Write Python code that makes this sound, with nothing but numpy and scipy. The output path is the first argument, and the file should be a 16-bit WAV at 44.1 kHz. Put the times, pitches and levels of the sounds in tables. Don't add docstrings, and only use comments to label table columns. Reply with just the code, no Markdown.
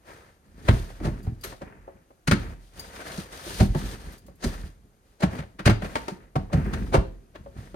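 import sys
import numpy as np
from scipy import signal
from scipy.fft import rfft, irfft, next_fast_len
from scipy.io import wavfile
from scipy.ndimage import map_coordinates

SR = 44100
rng = np.random.default_rng(int(sys.argv[2]) if len(sys.argv) > 2 else 0)


def transcribe(u):
    v = np.clip(np.atleast_2d(u).T, -1, 1)
    q = np.round(v * 32767).astype(np.int16)
    wavfile.write(sys.argv[1], SR, q)


N = 342083

# (frequency [Hz], level [dB], t60 [s])
SHELL_MODES = [(470, -5.5, 0.17), (539.5, 2, 0.12), (660, 1, 0.064), (754, 1.5, 0.096), (919, 4, 0.096),
               (992, -9, 0.086), (1327, -5, 0.22), (1574, -8, 0.11), (1770, -9.5, 0.053),
               (1965, -11.5, 0.19), (2400, -17, 0.068), (2455, -3, 0.04), (2800, -6, .1)]
# (time [s], knock level [dB], brightness [dB],
# swell time [s], favoured shell pitch [Hz], thud level [dB], thud pitch [Hz], boom re thud [dB])
LANDINGS = [(.687, -17, -20.5, 0.003, 1500, -4, 99.4, -12), (1.002, -43.5, -22, .0015, 680, -30, 306, -3.5),
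            (1.054, -31, -13, .0088, 750, -21, 150, -12), (1.072, -36.5, -22, .0035, 754, -17, 127.5, -10),
            (1.27, -40.5, -32, .0025, 750, -16, 95.7, -15.5),
            (1.439, -40.5, 6, 0.0021, 1510, -35.5, 383, -16.5),
            (1.62, -34, -23, 0.0033, 515, -40.5, 188, -21),
            (2.276, -26.5, -3.5, .0014, 1600, -11.5, 156, -23),
            (2.3126, -19, -6.5, 0.00054, 1370, -10, 97, -8.5),
            (2.322, -30.5, -20.5, 0.0022, 1360, -12, 214.6, -18),
            (3.181, -52, 9, 0.0062, 500, -23.5, 184.6, -18.5),
            (3.605, -20, -14.5, .0045, 650, -6.5, 94.6, -9), (3.749, -30, -23, 0.0018, 696, -15, 150, -17),
            (4.447, -31, -4, .011, 553, -19.5, 232.6, -7), (5.235, -24, -16, 0.0071, 1050, -8, 180.7, -25),
            (5.39, -34.5, -13.5, 0.0061, 1820, -24, 145, -13.5),
            (5.595, -31.5, -17.5, 0.0031, 1580, -29.5, 182, -14.5),
            (5.658, -21, -3.5, 0.0017, 2080, -6.5, 114, -10),
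            (5.677, -19, -19.5, .0024, 2620, -9.5, 196.6, -12),
            (5.823, -31.5, -21, 0.0027, 1940, -24.5, 178, -11),
            (6.357, -22, -24, 0.00097, 685, -13.5, 136, -13),
            (6.533, -24, -16.5, 0.0035, 730, -15, 161, -13.5),
            (6.737, -32, -10, .0035, 1550, -26.5, 116, -13),
            (6.944, -14.5, -20.5, 0.0051, 636, -12, 138, -11)]


def amp(db):
    return 10 ** (np.asarray(db) / 20)


def unit(x):
    return x / np.sqrt(np.mean(x ** 2) + 1e-20)


def along(points, hz):
    f, v = np.transpose(points)
    return np.interp(np.log(hz + 1), np.log(f + 1), v)


def fade(t, t60):
    return np.exp(-np.log(1000) * t / max(t60, 1e-3))


def rise(t, time_constant):
    return 1 - np.exp(-t / time_constant)


def wobble(rate):
    knots = rng.standard_normal(int(N * rate / SR) + 4)
    return map_coordinates(knots, [np.arange(N) * rate / SR])


def filtered(x, response):
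    size = x.shape[-1]
    m = next_fast_len(size + 8192)
    return irfft(rfft(x, m) * response(np.fft.rfftfreq(m, 1 / SR)), m)[..., :size]


def add(track, s, sound):
    part = track[..., max(round(s * SR), 0):][..., :sound.shape[-1]]
    part += sound[..., :part.shape[-1]]


def spread(pair, spectrum):
    # (frequency [Hz], coherence [0 to 1])
    coherence = [(100, 0.93), (400, 0.91), (700, 0.93), (1200, 0.37), (2000, 0.34), (9000, 0.11),
                 (12000, .8)]

    def mid_side_response(hz):
        angle = np.arccos(np.clip(along(coherence, hz), -1, 1)) / 2
        return amp(along(spectrum, hz)) * [np.cos(angle), np.sin(angle)]

    mid, side = filtered(pair, mid_side_response)
    return np.array([mid + side, mid - side]) / np.std(mid)


def still_air():
    # (frequency [Hz], relative density [dB per Hz])
    hush_spectrum = [(15, -28), (25, 3.5), (59, -1), (160, -9.5), (523, -15), (1380, -22.5), (3500, -32),
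                     (8810, -31), (11200, -32), (12500, -33.5), (15500, -53.5)]
    return amp(-60.5) * spread(rng.standard_normal((2, N)), hush_spectrum)


def cabin(x):
    # (frequency [Hz], t60 [s])
    reverberation = [(150, 0.63), (1000, 0.27), (4000, 0.36), (14000, 0.14)]
    hz, t, bands = signal.stft(rng.standard_normal((2, SR // 2)), SR, nperseg=256)
    decay = amp(-60 * t / along(reverberation, hz)[:, None])
    tail = signal.istft(bands * decay, SR, nperseg=256)[1]
    tail = tail * rise(np.arange(tail.shape[1]) / SR, 0.0013)
    return signal.fftconvolve(x, tail / np.linalg.norm(tail[0]), axes=1)[:, :N]


def motion():
    # (start [s], length [s], rumble level [dB], scrape level [dB],
    # fabric swish level [dB], slowing [dB per s])
    shoves = [(0.085, 0.24, -53.5, -49, -58, 52), (0.457, 0.1, -58.5, -67.5, -76, 0),
              (0.588, .06, -46, -58, -67, 0), (.67, .02, -38, -47, -53, -11),
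              (0.711, 0.25, -45, -42, -46.5, 57), (1.039, 0.031, -29.5, -41, -53.5, -2.5),
              (1.135, 0.13, -39.5, -56.5, -64.5, 19), (1.47, 0.044, -46.5, -47.5, -49, 94),
              (1.638, 0.37, -47, -52, -73, 38.5), (2.399, .12, -36.5, -45.5, -55, 55),
              (2.633, 0.051, -67.5, -71, -64.5, 0), (2.774, 0.13, -47.5, -49.5, -52.5, 15),
              (2.94, 0.076, -52, -44.5, -51.5, -10), (3.074, 0.14, -47, -42.5, -47, 10),
              (3.324, 0.12, -53.5, -45, -49, 5), (3.469, 0.14, -43.5, -44.5, -42.5, -23.5),
              (3.765, 0.17, -37, -44, -47, 6), (4.017, 0.11, -46, -51.5, -56, -7.5),
              (4.27, 0.032, -46.5, -65, -72, 93), (4.469, 0.19, -35.5, -41.5, -46, 65.5),
              (4.785, 0.094, -58, -86, -92, -1), (5.073, 0.13, -70, -72, -73, 31),
              (5.326, 0.029, -39, -42.5, -54, 7), (5.842, .27, -44, -45.5, -53, 21),
              (6.158, 0.074, -50, -56.5, -76, 30), (6.556, 0.22, -28.5, -42.5, -59.5, 2.5),
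              (6.804, 0.19, -32, -52, -58, 22), (7.119, 0.35, -58, -74, -80.5, 12),
              (7.38, 0.25, -51.5, -67.5, -75, -13), (7.584, 0.18, -45.5, -54.5, -59.5, 52)]
    settle_levels = [-26.5, -42, -52]
    attack, release, settle = 331, 168.5, 78.5
    t, power = np.arange(N) / SR, np.zeros((3, N))
    for s, length, rumble_db, scrape_db, swish_db, slowing in shoves:
        attack_db = -attack * np.maximum(s - t, 0)
        slowing_db = -slowing * np.clip(t - s, 0, length)
        release_db = -release * np.maximum(t - s - length, 0)
        levels = amp([[rumble_db], [scrape_db], [swish_db]])
        power += (levels * amp(attack_db + slowing_db + release_db)) ** 2
    settling = amp(settle_levels)[:, None] * amp(-settle * t[:SR])
    for s, *_, thud_db, _, _ in LANDINGS:
        add(power, s, (amp(thud_db) * settling) ** 2)
    return np.sqrt(power)


def friction(spectrum, catches, catch_db):
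    t = np.arange(SR // 16) / SR
    snags = (rng.random(N) < catches / SR) * rng.uniform(0.1, 1, N)
    scratches = signal.fftconvolve(snags, fade(t, .03))[:N]
    rubbing = rng.standard_normal((2, N)) * (1 + amp(catch_db) * scratches)
    return spread(rubbing, spectrum)


def sliding():
    # (frequency [Hz], relative density [dB per Hz])
    rumble_spectrum = [(20, -29), (35, -3), (47, 4.5), (75, 0.5), (120, -5), (190, -3.5), (300, -13),
                       (420, -15), (900, -61)]
    scrape_spectrum = [(200, -2), (400, 4.5), (700, -1.5), (1050, 1.5), (1900, 0), (2800, -11.5),
                       (4500, -43.5)]
    swish_spectrum = [(1500, -9.5), (3000, 4), (5000, 3), (7000, -1), (9500, 1), (11000, -6), (13000, -6),
                      (16000, -21)]

    def shell_response(f):
        peaks = sum(amp(db) / (1 + ((f - hz) * t60 / 2) ** 2) for hz, db, t60 in SHELL_MODES)
        return 1 + amp(-2.5) * peaks

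    shaking, scraping, brushing = motion()
    rumble = shaking * amp(1.5) * friction(rumble_spectrum, catches=26, catch_db=7.5)
    carpet_noise = friction(scrape_spectrum, catches=45, catch_db=3.5)
    scrape = scraping * amp(2.08) * unit(filtered(carpet_noise, shell_response))
    swish = brushing * friction(swish_spectrum, catches=61, catch_db=-2)
    jerks = amp(0.9 * wobble(35))
    return rumble + jerks * (scrape + swish)


def clinks():
    # (time [s], level [dB], t60 [s], level of the low ping [dB])
    touches = [(1.228, -47, .1, -10), (1.41, -42, 0.072, -5), (1.438, -25.5, 0.068, -25),
               (1.448, -33, 0.1, -30), (1.472, -43.5, 0.14, -22), (2.794, -27, 0.07, -1),
               (4.122, -42.5, 0.091, -14), (4.178, -44.5, .1, -8), (4.263, -47, 0.11, -14),
               (4.354, -51.5, 0.069, -18), (4.44, -35, .05, -25)]
    # (nominal frequency [Hz], mean level [dB])
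    metal_modes = [(6680, -17), (8250, -17), (9550, -14), (11330, -6.5), (12310, -15), (14600, -31)]
    ping_hz, detune = 4750, .004
    chatter_spectrum = [(2500, -13.5), (7000, -3.0), (14000, -7.5)]  # (Hz, dB per Hz)
    out, t = np.zeros((2, N)), np.arange(SR // 3) / SR
    for s, db, t60, ping_db in touches:
        ring = 0
        for hz, level in [*metal_modes, (ping_hz, ping_db)]:
            strength = amp(level + rng.normal(0, 0.89, (2, 1)))
            cycles = hz * rng.normal(1, detune) * t + rng.random((2, 1))
            ring = ring + strength * np.sin(2 * np.pi * cycles)
        chatter = amp(-8.0) * spread(rng.standard_normal((2, len(t))), chatter_spectrum)
        add(out, s, amp(db - 3.0) * (ring + chatter) * fade(t, t60) * rise(t, .0015))
    return out


def edges():
    # (time [s], knock level [dB], brightness [dB], swell time [s], favoured shell pitch [Hz])
    lone_knocks = [(1.526, -38, -21, 0.0022, 540), (1.879, -39, -60, .0012, 580),
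                   (2.107, -52.5, -34, 0.0024, 560), (4.284, -48, -29, 0.0018, 535),
                   (4.427, -51, -21, 0.0011, 1500), (2.961, -44, -4, .001, 1700),
                   (3.006, -38.5, -14.5, 0.002, 1720), (5.207, -40, -8.5, 0.0037, 510),
                   (5.224, -39, -18, 0.0036, 900), (5.424, -43, -24, 0.00038, 1900),
                   (5.699, -23, -18, 0.0032, 1270), (5.848, -34, -18, .0035, 1860),
                   (5.956, -19, -16, 0.00093, 1080), (6.083, -28.5, -12, 0.0014, 814),
                   (6.501, -41, -46, .0014, 547), (6.935, -26.5, -21, 0.006, 650),
                   (6.95, -20, -22.5, 0.0019, 900), (7.357, -42, -18.5, 0.0058, 1520),
                   (7.461, -41.5, -44, 0.00082, 544), (7.744, -36, -31, 0.0013, 546)]
    # (shell pitch [Hz], added clack level [dB])
    stiffness = [(800, -1), (1300, 5.5)]
    clack_share = 0.45
    contacts = []
    for s, db, bright_db, swell, hz, *_ in LANDINGS + lone_knocks:
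        clack_db = db + clack_share * bright_db + along(stiffness, hz)
        contacts.append((s, db, clack_db, db + bright_db, swell, hz))
    return contacts


def knocks():
    # (frequency [Hz], relative density [dB per Hz])
    hollow_spectrum = [(90, -15.5), (220, -1.5), (400, 1), (750, -1), (1100, -5), (1700, -24.5),
                       (4000, -58)]
    clack_spectrum = [(500, -46), (1100, -3), (1400, 2), (2200, -2.5), (3000, -8.5), (4200, -13.5),
                      (7000, -36)]
    tick_spectrum = [(2000, -23), (4200, 7.5), (6500, 2.5), (9500, 1), (12000, -10.5), (16000, -21)]
    padding_t60 = .25
    lead = .05
    t = np.arange(SR // 2) / SR
    after = np.maximum(t - lead, 0)
    force, ring = np.zeros((3, N)), np.zeros(N)
    for s, hollow_db, clack_db, tick_db, swell, centre_hz in edges():
        press = np.exp(np.minimum(t - lead, 0) / max(swell, 1e-4))
        burst = press * (0.38 * fade(after, 0.042) + 0.67 * fade(after, 0.1))
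        add(force, s - lead, amp([[hollow_db], [clack_db], [tick_db]]) * burst)
        modes = 0
        for hz, level, life in SHELL_MODES:
            off_centre_db = 20 * abs(np.log2(hz / centre_hz))
            strength = amp(level + rng.normal(0, 2.5) - off_centre_db)
            tone = np.sin(2 * np.pi * hz * rng.normal(1, 0.011) * t)
            modes = modes + strength * tone * fade(t, life)
        ring_db = along([(800, hollow_db), (1300, clack_db)], centre_hz)
        add(ring, s, amp(ring_db) * modes * fade(t, padding_t60) * rise(t, 0.0018))
    spectra = (hollow_spectrum, clack_spectrum, tick_spectrum)
    hollow, clack, tick = [spread(rng.standard_normal((2, N)), colour) for colour in spectra]
    crowded = force[0] * hollow + amp(-1.5) * force[1] * clack + amp(-0.5) * force[2] * tick
    rattle = amp(1.8 * wobble(160))
    return amp(1) * ring + rattle * crowded


def loads():
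    # (time [s], level [dB], pitch [Hz])
    soft_thuds = [(.735, -10, 52.3), (.812, -27.5, 48), (1.081, -25, 334), (1.321, -27.5, 122.4),
                  (3.465, -32, 347), (3.614, -18.5, 380), (3.627, -12, 100), (3.703, -14.5, 55.8),
                  (3.75, -23, 363), (3.85, -23.5, 52.5), (4.455, -25, 380), (4.468, -22.5, 60.3),
                  (4.638, -25.5, 72.3), (5.273, -22.5, 73.3), (5.364, -32, 244), (5.712, -13, 114),
                  (6.12, -27.5, 186), (6.549, -12, 84.3), (6.578, -14, 147.3), (6.668, -24, 210),
                  (6.982, -6.5, 57), (7.083, -25, 50), (7.586, -29, 109)]
    weight_lag, swell_leads = 0.00895, 1.2
    soft_boom_db = -21.5
    arrivals = []
    for s, _, _, swell, _, db, hz, boom_db in LANDINGS:
        arrivals.append((s + weight_lag - swell_leads * swell, db, hz, boom_db))
    return arrivals + [(s, db, hz, soft_boom_db) for s, db, hz in soft_thuds]


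def thuds():
    # (nominal frequency [Hz], mean level [dB], t60 [s])
    floor_modes = [(43.07, -4, 0.76), (57.64, -16.5, 0.15), (77.6, 3, 0.27), (111.1, -2.5, 0.42),
                   (152.6, 3, 0.19), (195.9, 2, 0.23), (245.4, -4.5, 0.2), (291.8, -7, 0.23),
                   (345.5, -13.5, 0.28)]
    bounce_t60 = 0.081
    out, t = np.zeros(N), np.arange(SR * 3 // 4) / SR
    for s, db, hz, boom_db in loads():
        bounce = np.sin(2 * np.pi * hz * t) * fade(t, bounce_t60) * rise(t, 0.002)
        flex = np.sin(2 * np.pi * hz * rng.normal(1.73, 0.071) * t)
        flex = amp(-7.5) * flex * fade(t, 0.84 * bounce_t60) * rise(t, 0.0055)
        boom = 0
        for f, level, life in floor_modes:
            strength = amp(level + rng.normal(0, 2.6))
            tone = np.sin(2 * np.pi * f * rng.normal(1, .025) * t)
            boom = boom + strength * tone * fade(t, life)
        boom = amp(boom_db - 5.0) * boom * rise(t, 0.005)
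        add(out, s, amp(db + 4) * (bounce + flex + boom))
    return out


def scene():
    # (frequency [Hz], level difference [dB])
    tilt = [(60, -1), (300, -0.4), (1000, 1.5), (2000, 2.5), (3500, 5), (6500, 6), (9000, -6.5),
            (12000, 0.5)]
    # (frequency [Hz], phase lead [rad])
    phase_lead = [(120, 0.31), (500, 0.62), (720, 1.16), (1050, 3.2), (1500, 4.66), (2300, 7.05),
                  (7400, 7.3), (8500, 10), (10400, 9.9), (12400, 6.83)]
    contacts = knocks() + clinks()
    mix = contacts + amp(-11.5) * cabin(contacts) + thuds() + sliding() + still_air()

    def placement(hz):
        gain = amp(np.array([[.5], [-.5]]) * along(tilt, hz))
        return gain * np.exp(1j * np.array([[0], [-1]]) * along(phase_lead, hz))

    return filtered(mix, placement)


def record(dry):
    # (centre [Hz], width [Hz], level [dB])
    port_dips = [(5370, 290, -6.5), (7620, 380, -12)]
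    low_cut = [(10, -25.5), (25, -11.5), (42, -1)]  # (Hz, dB)
    top_hz = 15950

    def microphone(hz):
        dips = sum(db * np.exp(-(2 * (hz - centre) / width) ** 4) for centre, width, db in port_dips)
        return amp(dips) * amp(along(low_cut, hz)) * (hz < top_hz)

    return filtered(dry, microphone)


dry = scene()
out = record(dry)
transcribe(out)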